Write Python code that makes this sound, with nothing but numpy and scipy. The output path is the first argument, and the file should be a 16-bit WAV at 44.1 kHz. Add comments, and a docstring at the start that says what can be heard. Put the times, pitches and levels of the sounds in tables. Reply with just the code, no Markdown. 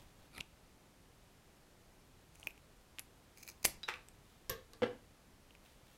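"""Room air, sleeves and leaves lie under a cut rose: coloured noise, the last two swelling with each movement.
Scissors scrape open on rough noise with a falling ring, and their blades catch and clack in ringing bursts.
The woody stem cracks as short decaying tones, its fibres tick apart, and the blades snap shut with a gliding squeak.
The cut end clinks on a glass jar and slaps onto a wooden table, both built from decaying modes and noise.
The scissors are laid down, tips first, then chattering handles; the stem cracks and the leaves rustle once more."""
import sys
import numpy as np
from scipy import signal
from scipy.fft import rfft, irfft, next_fast_len
from scipy.io import wavfile
from scipy.ndimage import uniform_filter1d

SR = 44100
rng = np.random.default_rng(int(sys.argv[2]) if len(sys.argv) > 2 else 0)


def generate_wav(sig):
    """Save sig (samples, or channels by samples) to the path in sys.argv[1] as 16-bit PCM at SR."""
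    pcm = np.round(np.clip(np.atleast_2d(sig).T, -1, 1) * 32767).astype(np.int16)
    wavfile.write(sys.argv[1], SR, pcm)


N = 263277
TIME = np.arange(N) / SR  # seconds into the scene
AGE = np.arange(SR // 2) / SR  # seconds since a blow


def amp(db):
    """Decibels to gain."""
    return 10 ** (np.asarray(db) / 20)


def unit(x):
    """Scale a steady sound to rms 1."""
    return x / np.sqrt(np.mean(x ** 2) + 1e-20)


def sized(x):
    """Scale a click to the energy of one millisecond at full level."""
    return x / np.sqrt(np.sum(x ** 2) * 1000 / SR + 1e-20)


def along(points, hz):
    """Read a curve of (Hz, value) points on a log frequency axis."""
    point_hz, values = np.transpose(points)
    return np.interp(np.log(hz + 1), np.log(point_hz + 1), values)


def add(track, start_s, sound):
    """Mix a sound into the track from start_s."""
    room_left = track[round(start_s * SR):]
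    room_left[:len(sound)] += sound[:len(room_left)]


def fade(t60_s):
    """Exponential decay after a blow, down 60 dB at t60_s."""
    return np.exp(-np.log(1000) * AGE / t60_s)


def burst(t60_s):
    """Dying white noise, the raw material of a hit."""
    return sized(rng.standard_normal(len(AGE)) * fade(t60_s))


def coloured(x, spectrum):
    """Minimum-phase filter through (Hz, dB) points, so a click keeps its sharp onset."""
    size = 2 * next_fast_len(len(x) // 2 + 4096)
    gain = amp(along(spectrum, np.fft.rfftfreq(size, 1 / SR)))
    cepstrum = irfft(np.log(gain + 1e-6))
    # folding the cepstrum onto positive time makes the filter causal
    cepstrum[1:size // 2] *= 2
    cepstrum[size // 2 + 1:] = 0
    return irfft(rfft(x, size) * np.exp(rfft(cepstrum)))[:len(x)]


def resonated(x, modes):
    """Drive parallel (Hz, width Hz, dB) resonances with x."""
    size = next_fast_len(len(x) + 4096)
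    f = np.fft.rfftfreq(size, 1 / SR)
    response = sum(amp(db) * 1j * f * width / (centre ** 2 - f ** 2 + 1j * f * width)
                   for centre, width, db in modes)
    return irfft(rfft(x, size) * response, size)[:len(x)]


def ring(modes, scatter_db):
    """Free (Hz, dB, t60 s) modes, each strength varied at random by scatter_db."""
    return sum(amp(db + scatter_db * rng.normal()) * fade(t60_s) * np.sin(2 * np.pi * hz * AGE)
               for hz, db, t60_s in modes)


def grit(rough_db, rate_hz):
    """Friction: noise whose strength wavers at random, rate_hz new strengths a second."""
    noise = rng.standard_normal(N)
    knots_s = np.arange(0, N / SR, 1 / rate_hz)
    strength = np.interp(TIME, knots_s, rng.standard_normal(len(knots_s)))
    return noise * amp(rough_db * strength)


def stroke(start_s, hold_s, attack_s, release_s):
    """Envelope of one movement: full for the hold, a tenth one attack before and one release after."""
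    before = np.maximum(start_s - TIME, 0) / attack_s
    after = np.maximum(TIME - start_s - hold_s, 0) / release_s
    return 10 ** -(before + after)


def swells(moves):
    """Sum the envelopes of (start_s, level_db, attack_s, release_s) moves."""
    return sum(amp(db) * stroke(start_s, 0, attack_s, release_s) for start_s, db, attack_s, release_s in moves)


def chatter(start_s, level_db, hold_s, gap_s, loss_db, jitter, count):
    """(s, dB) of an uneven run of contacts: equally strong for the hold, then each weaker than the last."""
    k = np.arange(count)
    uneven = jitter * rng.uniform(-1, 1, count) * (k > 0)  # in gaps; the first contact is on time
    times_s = start_s + gap_s * (k + uneven)
    levels_db = level_db - loss_db * np.maximum(k - abs(hold_s / gap_s), 0)
    return list(zip(times_s, levels_db))


# decay of the small room: hz, t60_s
ROOM_DECAY = [(100, 0.46), (700, 0.32), (2000, 0.29), (5000, .29), (13000, 0.18)]


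def in_room(x, wet_db):
    """Add the answer of the near walls, whose treble dies first."""
    hz, t, bins = signal.stft(rng.standard_normal(len(AGE)), SR, nperseg=256)
    decay = np.exp(-np.log(1000) * t / along(ROOM_DECAY, hz)[:, None])
    tail = signal.istft(bins * decay, SR, nperseg=256)[1][:len(AGE)]
    tail *= 1 - np.exp(-(AGE / 0.0017) ** 2)  # the echoes build up over a few ms
    return x + amp(wet_db) * signal.fftconvolve(x, tail / np.linalg.norm(tail))[:N]


# colour of the still air: hz, level_db
AIR_TONE = [(12, -32.5), (20, 4.5), (86, -0.5), (146, -3), (216, -5.5), (388, -8.5), (472, -10), (574, -11),
            (780, -12.5), (1290, -16), (1570, -17), (2820, -20), (11400, -27), (14700, -31.5),
            (16000, -37.5)]
AIR_DB = -64


def room_air():
    """Still room air as steady coloured noise."""
    return amp(AIR_DB) * unit(coloured(rng.standard_normal(N), AIR_TONE))


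# the arms move: start_s, level_db, attack_s, release_s
ARM_MOVES = [(0, -61, .1, .13), (.195, -62.5, .04, .08), (.4, -53.5, .11, 0.056),
             (2.475, -54.5, 0.06, .035), (3.665, -51, 0.033, 0.16)]
# colour of rubbing cloth: hz, level_db
SLEEVE_TONE = [(25, 3.5), (60, -1.5), (180, -3), (450, -15), (1000, -13), (3000, -48)]


def sleeves():
    """Moving arms rub the sleeves: dark noise that swells with each move."""
    return swells(ARM_MOVES) * unit(coloured(rng.standard_normal(N), SLEEVE_TONE))


# leaves brush the hands: start_s, level_db, attack_s, release_s
LEAF_BRUSHES = [(0, -66, .1, .11), (.26, -71.5, .3, .15), (4.32, -74.5, .3, .4), (5.655, -64.5, .05, .19),
                (5.89, -72, .08, .45)]
# colour of the rustle: hz, level_db
LEAF_TONE = [(350, -34), (600, 7), (765, -7.5), (948, -10), (1160, -4.5), (3650, -0.5), (4650, -7),
             (15000, -13)]


def leaves():
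    """Leaves brush the hands: gritty friction noise that swells with each touch."""
    return swells(LEAF_BRUSHES) * unit(coloured(grit(rough_db=3.5, rate_hz=270), LEAF_TONE))


# the blades catch as they open: start_s, level_db, ring_hz, treble_db (against the ring)
BLADE_CATCHES = [(0.3793, -43.5, 2220, -12), (0.3808, -41.5, 2100, -14), (0.4047, -40.5, 2880, -18),
                 (0.4078, -32, 2720, -11.5)]
# colour of blade sliding on blade: hz, level_db
SCRAPE_TONE = [(180, -42), (300, -9.5), (1090, -7), (1420, 0), (1670, -27), (1940, -9), (2360, 5),
               (3130, -18), (3630, -7.5), (4070, -5), (4490, -12), (6250, -23), (11300, -11), (15500, -49)]
# colour of small sharp snaps, also in the cracks and the bark: hz, level_db
SPLINTER_TONE = [(200, 4), (900, 8.5), (1500, -11), (4200, -5.5), (6000, 1), (10000, 2), (13000, -8),
                 (16000, -8)]
# one stroke that eases off, its ring falling as the contact travels
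SLIDE_S, SLIDE_HOLD_S, SLIDE_ATTACK_S, SLIDE_RELEASE_S, SLIDE_DB = .353, .04, .032, 0.043, -56.5
SLIDE_HZ, SLIDE_OCTAVES_PER_S = 4620, 24


def opening():
    """The blades scrape apart with a falling, fluttering ring and catch on each other."""
    ring_hz = SLIDE_HZ * 2 ** (-SLIDE_OCTAVES_PER_S * np.maximum(TIME - SLIDE_S, 0))
    scrape = unit(coloured(grit(rough_db=5, rate_hz=490), SCRAPE_TONE))
    flutter = unit(uniform_filter1d(rng.standard_normal(N), size=70))
    falling_ring = flutter * np.sin(2 * np.pi * np.cumsum(ring_hz) / SR)
    effort = amp(SLIDE_DB) * stroke(SLIDE_S, SLIDE_HOLD_S, SLIDE_ATTACK_S, SLIDE_RELEASE_S)
    out = effort * (scrape + amp(-7.5) * falling_ring)
    for start_s, level_db, catch_hz, treble_db in BLADE_CATCHES:
        band = [(catch_hz, 1900, 0)]
        snap = sized(resonated(resonated(burst(0.01), band), band))
        treble = sized(coloured(burst(0.0065), SPLINTER_TONE))
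        add(out, start_s, amp(level_db) * (snap + amp(treble_db) * treble))
    return in_room(out, wet_db=-20)


# steel meets steel or the table top: start_s, level_db, ring_hz, ring_db (against the crack)
STEEL_CLACKS = [(.38, -53, 11200, 4), (2.4713, -45, 12250, 1.5), (2.994, -37, 11000, -3.5),
                (3.6521, -19, 11000, -6), (3.6526, -22, 13500, -3), (4.086, -52, 8470, -1),
                (4.4956, -36.5, 5670, .5), (4.4991, -36, 12200, 7), (4.734, -51, 4500, .5)]
# colour of the sharp crack: hz, level_db
STEEL_TONE = [(150, -8.5), (1400, -9.5), (2300, -3), (4500, -5.5), (5900, -2.5), (8200, -2), (9500, -5),
              (11300, -4), (13500, -3), (15800, -24)]


def clacks():
    """Hard contacts of steel: a sharp crack, then a narrow band of high ringing."""
    out = np.zeros(N)
    for start_s, level_db, ring_hz, ring_db in STEEL_CLACKS:
        band = [(ring_hz, 1500, 0)]
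        strike = burst(0.0051) + amp(-7) * burst(0.15)
        shimmer = sized(resonated(resonated(strike, band), band))
        crack = sized(coloured(burst(.0055), STEEL_TONE))
        add(out, start_s, amp(level_db) * (crack + amp(ring_db) * shimmer))
    return in_room(out, wet_db=-18)


# the stem cracks under the blades, later under the fingers:
# start_s, level_db, splinter_db (against the wood), pitch_hz, ring_t60_s
STEM_CRACKS = [(2.3555, -57.5, 3, 2500, .005), (2.4300, -45, -22, 2900, 0.0045),
               (2.4712, -28.5, -12.5, 2500, 0.0072), (2.5066, -52, -5, 2550, .005),
               (2.578, -56, -7, 2570, .004), (2.9858, -38, -11, 2710, 0.0021),
               (2.9984, -46, -6, 2410, 0.002), (5.5075, -54.5, -12, 2900, .0043),
               (5.5512, -52, -10.5, 2450, .004)]


def cracks():
    """Each crack rings the woody stem for a few cycles, with a spit of splinters on top."""
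    out = np.zeros(N)
    for start_s, level_db, splinter_db, pitch_hz, t60_s in STEM_CRACKS:
        soft_onset = 1 - fade(t60_s / 2)
        wood = sized(fade(t60_s) * np.sin(2 * np.pi * pitch_hz * AGE) * soft_onset)
        splinters = sized(coloured(burst(0.0076), SPLINTER_TONE))
        crack = amp(level_db) * (wood + amp(splinter_db) * splinters)
        add(out, start_s, crack)
        add(out, start_s + .0032, amp(-12) * crack)  # echo off the table top
    return in_room(out, wet_db=-18.5)


# the hand squeezes and the edge grinds into the stem: start_s, hold_s, grinding_db, crackle_db
HAND_SQUEEZES = [(2.362, .048, -72, -66), (2.45, .02, -72, -72), (3.388, .047, -64, -70),
                 (3.484, .02, -64, -70)]
SQUEEZE_ATTACK_S, SQUEEZE_RELEASE_S = 0.03, 0.064
# bundles of fibres part along the edge: start_s, level_db (against FIBRE_DB), tearing_s
FIBRE_BUNDLES = [(3.3742, -43, 0), (3.3826, -45, 0), (3.4293, -40.5, 0.005), (3.4674, -46, 0),
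                 (3.4776, -34.5, 0), (3.486, -37.5, 0.0056), (3.4998, -36.5, 0), (3.517, -48, 0.00048),
                 (3.6296, -41, 0.0014), (3.643, -29.5, 0.0019)]
FIBRE_DB = -8  # overall level of the fibre ticks
FIBRE_GAP_S, FIBRE_LOSS_DB = .0015, 9.5  # from one fibre of a bundle to the next
# resonances of blades held against the stem: centre_hz, width_hz, level_db
BLADE_MODES = [(2407, 290, 6), (4360, 330, 0.5), (5040, 440, 1), (5750, 280, -2), (6310, 320, 4.5),
               (6820, 130, -6), (7880, 160, -4), (9600, 1230, -9.5), (12600, 2900, -10.5)]
CRACKLE_PER_S = 110


def cutting():
    """With each squeeze bark crackles and the edge grinds inward; parting fibres tick the blades."""
    grinding = unit(resonated(grit(rough_db=5, rate_hz=900), BLADE_MODES))
    specks = (rng.random(N) < CRACKLE_PER_S / SR) * rng.standard_normal(N)
    crackle = unit(coloured(signal.fftconvolve(specks, burst(.003))[:N], SPLINTER_TONE))
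    out = np.zeros(N)
    for start_s, hold_s, grinding_db, crackle_db in HAND_SQUEEZES:
        squeeze = stroke(start_s, hold_s, SQUEEZE_ATTACK_S, SQUEEZE_RELEASE_S)
        out += squeeze * (amp(grinding_db) * grinding + amp(crackle_db) * crackle)
    for start_s, bundle_db, tearing_s in FIBRE_BUNDLES:
        fibres = chatter(start_s, bundle_db, tearing_s, FIBRE_GAP_S, FIBRE_LOSS_DB, jitter=.35, count=6)
        for fibre_s, fibre_db in fibres:
            tick = sized(resonated(burst(0.0025), BLADE_MODES))
            add(out, fibre_s, amp(fibre_db + FIBRE_DB) * tick)
    return in_room(out, wet_db=-18.5)


# colour of the tearing: hz, level_db
SHEAR_TONE = [(150, -16), (650, -10.5), (1400, -14), (2100, -2), (2600, -5), (3600, -10), (5000, -6),
              (6600, -5.5), (8000, -3.5), (11000, -10), (15500, -25)]
# the rest of the stem gives way in one rush of slips
RUPTURE_S, RUPTURE_HOLD_S, RUPTURE_DB = 3.6472, 0.0057, -26.5
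RUPTURE_GAP_S, RUPTURE_LOSS_DB = .0016, 1.5  # from slip to slip
# the closing blades squeak, gliding up to a steady pitch
SQUEAK_S, SQUEAK_HOLD_S, SQUEAK_ATTACK_S, SQUEAK_RELEASE_S, SQUEAK_DB = 3.6575, .0055, .002, .003, -28.5
SQUEAK_FROM_HZ, SQUEAK_TO_HZ, SQUEAK_GLIDE_S = 9800, 11600, .0025
JOLT_S, JOLT_DB = 3.665, -43.5  # the shut blades jolt the hand


def snip():
    """The last fibres tear in a rush of noise bursts; the blades squeak home and jolt the hand."""
    out = np.zeros(N)
    slips = chatter(RUPTURE_S, RUPTURE_DB, RUPTURE_HOLD_S, RUPTURE_GAP_S, RUPTURE_LOSS_DB, jitter=.3, count=9)
    for slip_s, slip_db in slips:
        add(out, slip_s, amp(slip_db) * sized(coloured(burst(0.0066), SHEAR_TONE)))
    glide = np.exp(-np.maximum(TIME - SQUEAK_S, 0) / SQUEAK_GLIDE_S)
    squeak_hz = SQUEAK_TO_HZ + (SQUEAK_FROM_HZ - SQUEAK_TO_HZ) * glide
    pressure = stroke(SQUEAK_S, SQUEAK_HOLD_S, SQUEAK_ATTACK_S, SQUEAK_RELEASE_S)
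    out += amp(SQUEAK_DB) * pressure * np.sin(2 * np.pi * np.cumsum(squeak_hz) / SR)
    jolt = ring([(61.6, -2, 0.11), (349, -3, 0.11)], scatter_db=0)
    add(out, JOLT_S, amp(JOLT_DB) * jolt)
    return in_room(out, wet_db=-12)


# the cut end touches the jar: start_s, level_db
JAR_CLINKS = [(3.8322, -42), (3.8368, -44.5)]
# modes of the glass: pitch_hz, level_db, t60_s
JAR_MODES = [(3730, -2, 0.034), (3908, -0.5, 0.074), (4872, -8, 0.13), (5087, -10, 0.052),
             (6379, -31, 0.27)]
# colour of the stem's blows on glass and on wood: hz, level_db
STEM_BLOW_TONE = [(88, -59), (150, -25), (265, -27), (339, -9), (477, -5), (577, -15.5), (893, -5),
                  (964, -10), (1160, -1.5), (2180, -5.5), (2540, 0), (2950, -7.5), (14000, -37.5)]


def jar():
    """The falling piece of stem brushes the glass: ringing modes under a woody tap."""
    out = np.zeros(N)
    for start_s, level_db in JAR_CLINKS:
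        glass = ring(JAR_MODES, scatter_db=2)
        tap = sized(coloured(burst(.025), STEM_BLOW_TONE))
        add(out, start_s, amp(level_db) * (glass + amp(-4.5) * tap))
    return in_room(out, wet_db=-7.5)


# strong modes of the table top: pitch_hz, level_db, t60_s
TABLE_MODES = [(113, -4, 0.2), (235.2, -10.5, 0.16), (380, -7.5, 0.17), (453.5, -2.5, 0.17),
               (510, -1.5, 0.14), (830, -13, 0.13), (1113, 0.5, 0.088), (1173, -3, 0.14),
               (1600, -0.5, 0.15), (1780, -7, .18), (2016, -1.5, 0.17), (2930, -3, 0.12)]


def table(blows, tone, contact_t60_s, body_t60_s, body_db, modes_db, wet_db):
    """Blows on wood: the contact, a dense wash of panel modes and a few strong ones."""
    out = np.zeros(N)
    for start_s, level_db in blows:
        modes = sized(ring(TABLE_MODES, scatter_db=2))
        wood = burst(contact_t60_s) + amp(body_db) * burst(body_t60_s) + amp(modes_db) * modes
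        add(out, start_s, amp(level_db) * sized(coloured(wood, tone)))
    return in_room(out, wet_db)


# the cut end slaps down along its length, rattles and bounces ever lower
LANDING_S, LANDING_DB = 3.888, -26.5
SLAP_GAP_S, SLAP_GROWTH_DB = .003, 7  # contacts that build up to the landing
RATTLE_GAP_S, RATTLE_LOSS_DB = .008, 6  # contacts that follow it
FLIGHT_S, FLIGHT_SHRINK, BOUNCE_LOSS_DB = .0512, .37, 11.5  # first flight, next over last, loss per bounce


def stem_fall():
    """The cut end slaps onto the table, rattles and bounces twice."""
    # a negative gap runs back in time, so the slap grows into the landing
    slap = chatter(LANDING_S, LANDING_DB, 0, -SLAP_GAP_S, SLAP_GROWTH_DB, jitter=0.096, count=4)
    rattle = chatter(LANDING_S, LANDING_DB, 0, RATTLE_GAP_S, RATTLE_LOSS_DB, jitter=.2, count=4)
    rattle = rattle[1:]  # the landing itself is already in the slap
    bounces_s = LANDING_S + np.cumsum(FLIGHT_S * FLIGHT_SHRINK ** np.arange(2))
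    bounces = [(s, LANDING_DB - BOUNCE_LOSS_DB * k) for k, s in enumerate(bounces_s, 1)]
    return table(slap + rattle + bounces, STEM_BLOW_TONE, contact_t60_s=0.0054, body_t60_s=0.071,
                 body_db=-9.0, modes_db=-22.5, wet_db=-6.5)


# the blade tips touch the table, then a handle ticks it lightly: start_s, level_db (against TIP_DB)
TIP_TOUCHES = [(4.4957, -32.5), (4.4995, -32.5), (4.734, -52)]
TIP_DB = 2.5  # overall level of the touches
# colour of these touches on wood: hz, level_db
TIP_BLOW_TONE = [(25, -6.5), (45, -0.5), (75, -16), (110, -5), (200, -9.5), (300, -11.5), (460, -5),
                 (770, -23), (1170, -10.5), (1450, -23.5), (1750, -9.5), (2100, -21), (3600, -16),
                 (10000, -33), (14000, -63)]


def tips():
    """The blade tips touch down, then a handle ticks lightly: short contacts, strong wash of panel modes."""
    touches = table(TIP_TOUCHES, TIP_BLOW_TONE, contact_t60_s=0.0041, body_t60_s=0.16,
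                    body_db=5.0, modes_db=-4.5, wet_db=-5)
    return amp(TIP_DB) * touches


# the handles drop and rebound, chattering each time: start_s, level_db, chatter_s
HANDLE_DROPS = [(4.8206, -27.5, .016), (4.863, -38, 0.00029)]
CHATTER_GAP_S, CHATTER_LOSS_DB = .0054, 9.5  # from contact to contact
# colour of a handle on wood: hz, level_db
HANDLE_BLOW_TONE = [(50, -35), (112, -15), (150, -26), (230, -6.5), (320, -11), (500, -6), (800, -11),
                    (1300, -17), (1800, -13.5), (2400, -21), (2900, -19), (4800, -33), (12000, -54),
                    (16000, -83)]
# hollow note of handles on wood: pitch_hz, level_db (against the drop)
THUMP_MODES = [(495, -2.5), (232, -14), (113, -21)]
THUMP_LAG_S, THUMP_ATTACK_S, THUMP_RELEASE_S = .003, .003, .012


def handles():
    """The plastic handles chatter on the table and keep up a hollow thump for as long as they do."""
    blows = []
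    drive = np.zeros(N)
    for start_s, level_db, hold_s in HANDLE_DROPS:
        blows += chatter(start_s, level_db, hold_s, CHATTER_GAP_S, CHATTER_LOSS_DB, jitter=.12, count=6)
        drive += amp(level_db) * stroke(start_s + THUMP_LAG_S, hold_s, THUMP_ATTACK_S, THUMP_RELEASE_S)
    hollow = sum(amp(db) * np.sin(2 * np.pi * (hz * TIME + rng.random())) for hz, db in THUMP_MODES)
    wood = table(blows, HANDLE_BLOW_TONE, contact_t60_s=0.014, body_t60_s=0.11,
                 body_db=-6, modes_db=-15.5, wet_db=-6.0)
    return in_room(drive * hollow, wet_db=-9.5) + wood


def scene():
    """One cut, the falling stem, and the scissors put away."""
    tips_down = tips()
    cut = opening() + cracks() + cutting() + snip() + clacks()
    fall = jar() + stem_fall()
    laid_down = tips_down + handles()
    background = room_air() + sleeves() + leaves()
    return (background + cut + fall + laid_down)[None]


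TOP_HZ = 16000


def record(dry):
    """Band limit: nothing from TOP_HZ up is kept."""
    size = next_fast_len(N + SR // 2)
    kept = np.fft.rfftfreq(size, 1 / SR) < TOP_HZ
    return irfft(rfft(dry, size) * kept, size)[..., :N]


dry = scene()
out = record(dry)
generate_wav(out)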